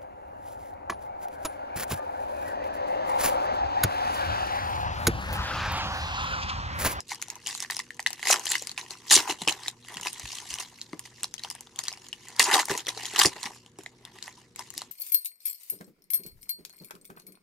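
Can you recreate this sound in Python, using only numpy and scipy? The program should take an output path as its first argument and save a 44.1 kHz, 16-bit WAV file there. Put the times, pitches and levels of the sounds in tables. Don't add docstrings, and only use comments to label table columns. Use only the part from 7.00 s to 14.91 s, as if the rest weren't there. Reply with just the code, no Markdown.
import sys
import numpy as np
from scipy import signal
from scipy.io import wavfile
from scipy.ndimage import uniform_filter1d

SR = 44100
rng = np.random.default_rng(int(sys.argv[2]) if len(sys.argv) > 2 else 0)


def convert_level_to_amplitude(level_db):
    exponent = np.asarray(level_db, float) / 20
    return 10 ** exponent


def to_wav(sig):
    pcm = np.clip(np.atleast_2d(sig), -1, 1) * 32767
    pcm = np.round(pcm).astype(np.int16)
    wavfile.write(sys.argv[1], SR, pcm.T)


N = 348831


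def evened(x):
    return x / np.sqrt(np.mean(x ** 2) + 1e-20)


def peaked(x):
    return x / abs(x).max()


def read(points, hz):
    f, value = np.transpose(points)
    return np.interp(np.log(hz + 1), np.log(f + 1), value)


def band(x, lo_hz, hi_hz):
    sos = signal.butter(2, [lo_hz, min(hi_hz, .45 * SR)], "band", fs=SR, output="sos")
    return signal.sosfilt(sos, x)


def coloured(x, points):
    log_gain = np.log(convert_level_to_amplitude(read(points, abs(np.fft.fftfreq(4096, 1 / SR)))))
    minimum_phase = np.exp(np.conj(signal.hilbert(log_gain)))
    taps = np.fft.ifft(minimum_phase).real[:2048]
    return signal.oaconvolve(x, taps[None], axes=1)[:, :N]


def add(mix, s, sound, pan_db, lag):
    for port, side in enumerate((.5, -.5)):
        start = max(round(s * SR + side * lag), 0)
        part = mix[port, start:][:len(sound)]
        part += sound[:len(part)] * convert_level_to_amplitude(side * pan_db)


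# start_s, level_db
# (peak), pitch_hz (ring of the facet), low_fold_db, edge_db
SNAPS = [(0.0044, -26.5, 5170, -15, -28), (0.082, -39, 6840, -27, -12), (0.0935, -31, 5000, -30, -8),
         (0.1174, -28, 2200, -27, -5), (0.1463, -28, 4620, -28, -22), (0.1564, -34, 5260, -31, -20),
         (0.2164, -25, 5960, -35, -14), (0.2245, -19.5, 6800, -26.5, -24),
         (0.2834, -33, 6060, -12, -11), (0.3014, -21, 6550, -26, -10), (0.3553, -32.5, 6400, -16, -18),
         (0.4624, -25.5, 2960, -29, -18), (0.471, -19, 6880, -23, -28), (0.5496, -22, 4230, -14, -13),
         (0.5763, -31.5, 7100, -33, 2), (0.603, -21.5, 5500, -30, -14), (0.624, -20, 6230, -19, -24),
         (0.647, -31, 1840, -11, -18), (0.6999, -23.5, 1870, -8, -17), (0.7084, -23.5, 4600, -34, 8),
         (0.7444, -34, 5640, -32, -10), (0.7668, -18.5, 5200, -19, -15),
         (0.7913, -18, 4900, -13.5, -21), (0.7995, -26, 1960, -25, -17), (0.9053, -30, 1830, -31, -32),
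         (0.9448, -44, 6050, -27, -7), (0.9673, -44, 6970, -12, -1), (0.994, -22.5, 1920, -8.5, -29),
         (1.0014, -24.5, 4800, -23, -22), (1.027, -33, 6250, -26, 0), (1.0626, -12, 1960, -29, -39),
         (1.0711, -17.5, 4220, -16.5, -21), (1.1049, -23.5, 7460, -15.5, -25),
         (1.1305, -21.5, 5630, -21.5, -6), (1.1934, -35, 1850, -8, -9), (1.2281, -22, 2060, -11.5, -18),
         (1.254, -27, 2020, -30, -14), (1.2712, -16, 2080, -11, 5), (1.3014, -10, 6690, -5.5, -19),
         (1.3952, -24.5, 6800, -25, -6),
         (1.4557, -20, 6100, -32, -7), (1.4675, -20, 3110, -25, -12), (1.5167, -21.5, 1930, -32, 18.5),
             (1.5536, -14.5, 2040, -27, -24), (1.6227, -24, 7160, -17, -11), (1.6712, -21, 4930, -32, -29),
             (1.6939, -25, 4300, -18, -22), (1.7149, -26.5, 4450, -21, -20),
             (1.7769, -21, 2430, -14.5, -17), (1.9067, -26, 4300, -28, -24), (2.0672, -42, 1880, -8, 9),
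             (2.1078, -12.5, 3640, -20, -13), (2.1122, -10.5, 1840, -11, -18),
             (2.2767, -30.5, 2580, 2.5, -7), (2.2971, -22, 3060, -23, -17), (2.418, -24, 4000, -7, -22),
             (2.4761, -10.5, 3150, -13, -22), (2.484, -10.5, 2660, -21, -24), (2.4946, -14, 2970, -18, -15),
             (2.5243, -22, 4030, -24, -19), (2.602, -39, 5970, -21, -6), (2.6341, -30, 4160, -18, -17),
             (2.6602, -30.5, 1940, -17, -20), (2.6813, -17, 3780, -15.5, -3), (2.8477, -42, 2780, -10, -8),
             (2.8841, -38, 2940, -8, 13), (2.9415, -35, 3360, -13, 13), (2.9698, -24.5, 2880, -12, -20),
             (3.0113, -26.5, 6750, -16, -17), (3.032, -29.5, 6540, -27, -18), (3.05, -31, 2870, -9.5, -13),
             (3.0699, -19.5, 2560, -10.5, -17), (3.1304, -26, 8800, -31, 2),
             (3.1964, -28.5, 5940, -11.5, -11), (3.2545, -33, 2650, -5, -20), (3.33, -36, 6000, -8, -19),
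             (3.3848, -28.5, 3160, -40, -26), (3.5056, -28.5, 2920, -30, -21),
             (3.54, -20.5, 5840, -32, -22), (3.5856, -25, 3030, -21, -20),
         (3.7864, -43.5, 2160, -34, 6), (3.8148, -23.5, 4150, -42, -27), (3.931, -34.5, 2080, 0, -28),
               (3.9933, -26.5, 9500, -42, 13), (4.0528, -44, 1980, -23, -16),
               (4.2325, -16.5, 7800, -30, -18), (4.2422, -17, 4050, -15.5, -16),
               (4.34, -23.5, 6240, -24, -25), (4.3805, -31, 3150, -41, -27), (4.3938, -31, 3870, -36, -19),
               (4.4356, -23, 4300, -37, -23), (4.4475, -26.5, 3200, -11, -23), (4.5009, -24, 5170, -19, 1),
               (4.5116, -26, 5100, -14.5, -16), (4.551, -30, 9130, -12, -12), (4.6077, -32.5, 6400, -19, 8),
               (4.6705, -41.5, 3520, -9, -12), (4.7598, -37.5, 3360, -33, 12.5),
               (4.7896, -14.5, 6900, -29, -19), (4.8374, -27, 5050, -29, -19), (4.843, -32, 4940, -17, -21),
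               (4.8532, -30.5, 5000, -17, -22), (4.8594, -36.5, 2970, -20, -17),
               (4.8697, -32, 3300, -18, -13), (4.8822, -15, 4590, -40, -31), (4.9069, -33, 4670, -21, -28),
               (4.9167, -36, 2800, -5, -19), (4.9269, -27, 5150, -16, -25), (4.9366, -32, 2320, -17, -23),
               (4.9736, -37, 4740, -10, -23), (5.0659, -38, 3140, -11, -16), (5.0853, -34, 6450, -27, -19),
               (5.1287, -24, 2930, -30, -14), (5.253, -45, 5180, -5, -17), (5.2844, -31.5, 7170, -27, -25),
               (5.3018, -40.5, 2120, -23, -15), (5.3637, -31, 4770, -32, 0), (5.3952, -0.5, 4480, -15, -12),
               (5.3994, -14.5, 2020, -6, 8), (5.5124, -16.5, 1870, -5.5, -17),
         (5.5405, -5.5, 3850, -14, -17), (5.6545, -26, 5400, -36, 13), (5.684, -29, 2110, -4, 10),
              (5.6972, -20.5, 1690, -9, -18), (5.7134, -21.5, 2000, -11, 8),
              (5.7512, -26.5, 1900, -21, -16), (5.7763, -20.5, 6700, -29, -16),
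              (5.7947, -28.5, 3400, -23, -13), (5.805, -32, 3670, -28, -8), (5.8682, -21.5, 3300, -19, 1),
              (5.8819, -24, 1920, -21, 9), (5.8907, -19, 3470, -36, -19), (5.9752, -29, 4180, -6, -14),
              (6.0347, -34, 2600, -32, -13), (6.0545, -22.5, 3250, -28, -9), (6.136, -31, 7800, -6, -12),
              (6.1605, -15, 3040, -13, -15), (6.1908, -7, 6640, -37, -15), (6.2149, -10, 3030, -10.5, 0),
              (6.2477, -15, 1890, -3, 8), (6.3297, -37, 1870, -7, -19), (6.3629, -35, 1950, -10, -18),
              (6.4055, -43, 8530, -19, -14), (6.4303, -20, 4160, -17, -22), (6.4582, -30.5, 2460, -12, -17),
              (6.6619, -43, 3060, -17.5, -8), (6.787, -32, 8050, -9.5, -21), (6.835, -38, 7160, -13, -10.5),
              (6.8611, -28.5, 2030, -14, -35), (7.0512, -32.5, 3470, -18, 3), (7.0734, -51, 1880, -0.5, 5),
              (7.1863, -36.5, 1950, -34, -15), (7.226, -25.5, 4300, -32, -17),
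              (7.2786, -32, 1940, -4, -0.5), (7.5601, -30.5, 7570, -28, -16.5),
              (7.5926, -25, 5270, -18, -27), (7.7034, -29.5, 6900, -22, -2), (7.739, -42, 1890, -9, 16),
              (7.7782, -22, 4100, -22, 9), (7.8178, -24.5, 4220, -7, -16)]


def creases():
    return np.array(SNAPS)


def snaps():
    rise_s, crack_s, ring_cycles = .0012, .0008, 2.4
    out = np.zeros((2, N))
    t = np.arange(700) / SR
    onset = 1 - np.exp(-t / rise_s)
    for s, db, hz, low_db, edge_db in creases():
        crack = rng.standard_normal(len(t)) * np.exp(-t / crack_s) * onset
        ring = np.sin(2 * np.pi * hz * t) * np.exp(-t * hz / ring_cycles) * onset
        facet = peaked(ring)
        facet = facet + 0.65 * peaked(band(crack, 0.81 * hz, 2.06 * hz))
        facet = facet + 0.81 * peaked(band(crack, 1500, 10000))
        fold = peaked(band(crack, 710, 1250))
        edge = peaked(band(crack, 5600, 13000))
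        snap = peaked(facet) + convert_level_to_amplitude(low_db - 1.5) * fold + convert_level_to_amplitude(edge_db - 9.0) * edge
        add(out, s + .0001, convert_level_to_amplitude(db + 4.5) * snap, rng.normal(1.3, 3.5), rng.normal(0, 1.6))
    return band(out, 300, 11500)


def aftershocks():
    settle_db, settle_s = -23.5, 0.012
    s, db = creases().T[:2]
    kicks = np.zeros(N)
    np.add.at(kicks, np.round(s * SR).astype(int), convert_level_to_amplitude(db + settle_db))
    return signal.lfilter([1], [1, -np.exp(-1 / (settle_s * SR))], kicks)


# peak_s, effort_db, rise_s, fall_s,
# large_folds_db
PULLS = [(0.12, -27, 0.048, 0.039, -27), (0.485, -31.5, 0.063, 0.28, -34),
         (.637, -36.5, 0.046, 0.022, -22), (0.708, -33.5, 0.012, 0.18, -20),
         (1.071, -51, 0.025, 0.66, -10.5), (1.306, -18.5, 0.11, 0.081, -36),
         (1.329, -18.5, 0.056, 0.067, 2), (1.519, -24, 0.16, 0.16, -36), (1.685, -54, 0.4, 0.31, 4),
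         (1.786, -34, 0.027, 0.13, -9), (1.913, -40, 0.064, 0.17, -2), (2.121, -12, 0.028, 0.08, -19),
         (2.135, -22, 0.03, 0.044, -29), (2.162, -13.5, 0.087, 0.039, -20),
         (2.189, -24.5, 0.054, 0.11, -2.5), (2.305, -22.5, 0.059, 0.051, -5),
         (2.422, -37.5, 0.094, 0.14, 19), (2.487, -32, 0.015, 0.13, 5), (2.681, -39, 0.21, 0.07, 6.5),
         (2.91, -43, 0.19, 0.77, 1), (3.073, -32.5, 0.086, 0.052, 24), (3.342, -36, 0.32, 0.26, -43),
         (3.51, -37.5, 0.076, 0.1, -36), (3.56, -37.5, 0.14, 0.017, -30),
         (3.6, -28, 0.026, 0.084, -35),
         (4.055, -42, 0.028, 0.0574, -17), (4.214, -48.5, 0.19, 0.111, 8),
                (4.46, -46.5, 0.28, 0.52, -8), (4.798, -42, 0.072, 0.2, -31.5),
                (5.404, -18, 0.022, 0.19, 6.5), (5.546, -19, 0.098, 0.07, 11),
                (5.601, -21.5, 0.094, 0.055, 5.5), (5.706, -28, 0.037, 0.1, 12),
                (5.796, -35.5, 0.18, 0.04, -7.5), (5.89, -30, 0.048, 0.043, -4),
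                (6.065, -37, 0.3, 0.096, -9.5), (6.198, -13.5, 0.03, 0.024, -36.5),
                (6.219, -16, 0.026, 0.046, -12), (6.236, -26.5, 0.021, .03, -3),
                (6.256, -14.5, 0.016, 0.039, 17.5), (6.17, -33.5, 0.18, 0.17, 8),
                (6.35, -43, 0.34, 0.33, 10), (6.459, -32.5, 0.076, 0.076, 0), (6.798, -51, 0.043, 0.2, 3),
                (7.07, -58, 0.33, .2, 14.5), (7.25, -41.5, 0.079, 0.183, -15),
                (7.596, -40, 0.0395, 0.096, 4), (7.779, -38.5, 0.089, 0.15, -27)]
SHIFTS = [(.215, -54, 0.15, 0.13, -32), (.33, -51.5, 0.44, 0.5, 12), (.96, -59.5, 0.42, 0.46, -10),
          (2.02, -63.5, 0.3, 0.096, -10), (3.19, -50.5, 0.37, 0.68, -2), (3.781, -52, 0.72, 1, -20),
          (5.05, -49.5, 0.215, 0.063, 10), (5.299, -46.5, 0.46, 0.6, -5), (5.978, -42, 0.061, 0.21, -7.5),
          (6.56, -47, 0.1, 0.067, -1.5), (6.66, -61, 0.14, 0.13, -12.5), (7.165, -47, 0.094, 0.074, -13.5),
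          (7.391, -53.5, 0.1, 0.16, 8.5), (7.68, -51.5, 0.19, 0.07, -8)]


def handling():
    swing_db = 30
    t = np.arange(0, N, 32) / SR
    rows = np.transpose(PULLS + SHIFTS)
    s, db, rise_s, fall_s, folds_db = rows[:, :, None]
    before = (s - t) / np.maximum(rise_s, .005)
    after = (t - s) / np.maximum(fall_s, .005)
    pulls = convert_level_to_amplitude(db - swing_db * np.maximum(before, after))
    grip = convert_level_to_amplitude(-68)
    effort = grip + pulls.sum(0)
    folds = (grip * convert_level_to_amplitude(4.7 * -7.5) + (pulls * convert_level_to_amplitude(0.28 * folds_db)).sum(0)) / effort
    return [np.interp(np.arange(N) / SR, t, v) for v in (effort, folds)]


def buckle(hz, noise):
    ring_s, crack_s, ring_share = 5.6 / hz, .001, 0.38
    t = np.arange(len(noise)) / SR
    ring = np.sin(2 * np.pi * hz * t) * np.exp(-t / ring_s) * (1 - np.exp(-t / 0.00057))
    crack = noise * np.exp(-t / crack_s) * (1 - np.exp(-t / 0.000082))
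    ring = ring / np.linalg.norm(ring)
    crack = crack / np.linalg.norm(crack)
    return ring_share * ring + (1 - ring_share) * crack


def crackle_swarm(effort):
    sizes = 36
    clumps = evened(uniform_filter1d(uniform_filter1d(rng.standard_normal(N), 250), 250))
    per_s = 560 * (effort / convert_level_to_amplitude(-44.5)) ** 0.32 * convert_level_to_amplitude(5.4 * clumps)
    strength = convert_level_to_amplitude(3.2 * np.minimum(rng.exponential(1, N), 5))
    clicks = (rng.random(N) < per_s / SR) * strength

    drift = evened(uniform_filter1d(uniform_filter1d(rng.standard_normal(N), 1500), 1500))
    size = abs(np.round(22 + 7.0 * drift + 7.0 * rng.standard_normal(N)))
    size = np.where(size < sizes, size, 2 * sizes - 1 - size)

    shared = rng.standard_normal(N)
    wide = band(rng.standard_normal((2, N)), 800, 21000)
    out = .065 * (shared + 1.52 * wide) * convert_level_to_amplitude(3.2 * clumps)

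    for k, hz in enumerate(np.geomspace(420, 11000, sizes)):
        noise = rng.standard_normal(400)
        tinted = evened(band(noise, 0.37 * hz, 1.98 * hz)) + 1.2 * noise
        train = signal.oaconvolve(clicks * (size == k), buckle(hz, tinted))[:N]
        add(out, 0, train, rng.normal(0.35, 0.28), rng.normal(0, 1.9))
    return out


def refolded(x):
    z = signal.stft(x, nperseg=256)[2]
    patches = uniform_filter1d(rng.standard_normal(z.shape[1:]), size=5, axis=0)
    patches = uniform_filter1d(patches, size=10, axis=1)
    patchy_db = 2.8
    return signal.istft(z * convert_level_to_amplitude(patchy_db * evened(patches)), nperseg=256)[1][:, :N]


EDGES_HZ = (150, 1400, 5500, 17000)


def crumple():
    pull, folds = handling()
    effort = convert_level_to_amplitude(-2.5) * pull + aftershocks()
    crackle = refolded(crackle_swarm(effort))
    low, body, top = (band(crackle, lo, hi) for lo, hi in zip(EDGES_HZ, EDGES_HZ[1:]))
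    power = ((top - body) ** 2 + low ** 2).mean(0)
    steady = np.sqrt(uniform_filter1d(power, size=900) + 0.054 * power.mean())
    wrinkles = convert_level_to_amplitude(-4) * (pull / convert_level_to_amplitude(-50.5)) ** 0.2027
    return effort * (convert_level_to_amplitude(7.0) * folds * low - body + wrinkles * top) / steady


# pitch_hz, level_db
FOIL_COLOUR = [(150, -23.5), (360, 0), (550, -12), (940, 0.74), (1370, -10.5), (1850, -2.5), (2380, -4),
               (2800, 0), (4000, -0.5), (6600, 3), (11800, -5), (16000, -23)]


def foil_on_desk():
    extra_path_s, desk_share = 0.00094, 0.15
    foil = coloured(crumple(), FOIL_COLOUR) + snaps()
    late = round(extra_path_s * SR)
    echo = np.pad(band(foil, 240, 2700), ((0, 0), (late, 0)))[:, :N]
    return foil + desk_share * echo


# start_s, level_db (peak), pitch_hz, ring_cycles
KNOCKS = [(1.619, -38, 490, 2.2), (2.115, -34.5, 332, 2), (2.164, -23.5, 368, 3.2), (2.297, -30, 345, 1.7),
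          (2.32, -34, 365, 1.7), (2.416, -35, 216, 1.8), (2.474, -27, 307, 1.3), (2.474, -22, 900, 3.1),
          (2.492, -32, 346, 2.3), (2.514, -30, 810, 3.5), (2.96, -41, 209, 1.4), (3.932, -29.5, 283, 1.5),
          (4.446, -38, 820, 3.5), (5.398, -26.5, 484, 2.2), (5.431, -28, 900, 2.5), (5.682, -31, 920, 2.8),
          (5.703, -24.5, 437, 0.88), (5.716, -23, 378, 1.1), (5.75, -32, 440, 1.6), (5.867, -39, 473, 1.2),
          (5.881, -32, 447, 0.77), (5.967, -39, 440, 2.7), (6.233, -23, 950, 1.7), (6.252, -17, 366, 1.8),
          (6.268, -26.5, 368, 1.9), (6.357, -43, 367, 3.9), (6.455, -40.5, 218, 1.6), (6.788, -37, 366, 2),
          (7.766, -46.5, 278, 1.75)]
BUMPS = [
    (2.165, -48, 90, 1.2),
    (2.299, -49, 110, 1.5),
    (2.475, -46, 100, 1),
    (2.998, -52, 170, 1.5),
    (3.236, -38.5, 89, 0.93),
    (3.498, -50, 51.6, 1.3),
    (3.55, -60, 150, 1.5),
    (6.191, -46.5, 130, 1.7),
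    (6.253, -26, 125, 0.6),
]


def knocks():
    out = np.zeros((2, N))
    t = np.arange(4000) / SR
    for s, db, hz, cycles in np.vstack([KNOCKS, BUMPS]):
        fade = np.exp(-t * hz / max(cycles, .5)) * (1 - np.exp(-t * hz / 0.44))
        scuff = evened(band(rng.standard_normal(len(t)), .5 * hz, 1.58 * hz)) * np.sqrt(fade)
        knock = peaked(np.sin(2 * np.pi * hz * t) * fade + 0.33 * scuff)
        add(out, s, convert_level_to_amplitude(db + 1.5) * knock, rng.normal(.8, 1.3), rng.normal(0, 2.4))
    return band(out, 40, 3000)


# pitch_hz, decay_s
ROOM_DECAY = [(300, .16), (1300, .11), (4000, .09), (10000, .07)]


def room(x):
    taps = np.zeros((2, SR // 2))
    starts = np.arange(120, SR // 2 - 20, 20)
    at = starts + rng.integers(0, 20, (2, len(starts)))
    np.put_along_axis(taps, at, rng.choice([-1., 1.], at.shape), 1)
    hz, t, (mid, side) = signal.stft(taps, SR, nperseg=256)
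    side = side * (hz / (hz + 500))[:, None]
    fade = convert_level_to_amplitude(-60 * t / read(ROOM_DECAY, hz)[:, None])
    tail = signal.istft(np.array([mid + side, mid - side]) * fade, SR, nperseg=256)[1]
    return signal.fftconvolve(x, tail / np.linalg.norm(tail[0]), axes=1)[:, :N]


# pitch_hz, level_db (per Hz)
AIR_COLOUR = [(18, -41), (30, -11), (75, -7.5), (157, -3.5), (400, -7.5), (700, -23), (1540, -24.5),
              (16000, -56)]
# pitch_hz, level_db (rms)
HUM_LINES = [(119, -69.5), (240, -73.5), (360, -75.5), (475, -76.5)]


def background():
    same, other = rng.standard_normal((2, N))
    opposite = np.array([other, -other])
    air = np.array([same, same]) + .2 * opposite + 1.7 * band(opposite, 2000, 16000)
    air = convert_level_to_amplitude(-62.5) * evened(coloured(air, AIR_COLOUR))
    waver = evened(uniform_filter1d(rng.standard_normal((len(HUM_LINES), N)), 9000))
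    t = np.arange(N) / SR
    hum = np.zeros(N)
    for (hz, db), w in zip(HUM_LINES, waver):
        phase = 2 * np.pi * hz * t + np.roll(w, 20000)
        hum += convert_level_to_amplitude(db + 5.0 + 2.5 * w) * np.sin(phase)
    return air + hum


def scene():
    near = foil_on_desk() + knocks()
    return near + convert_level_to_amplitude(-13) * room(near) + background()


def low_pass(x):
    return signal.sosfilt(signal.butter(12, 16810, fs=SR, output="sos"), x)


def record(dry):
    ceiling, top_hz = .7, 16300
    rounded = ceiling * np.tanh(dry / ceiling)
    edge = signal.firwin(255, top_hz, fs=SR)
    mix = signal.oaconvolve(rounded, edge[None], "same")
    return low_pass(mix)


dry = scene()
out = record(dry)
to_wav(out)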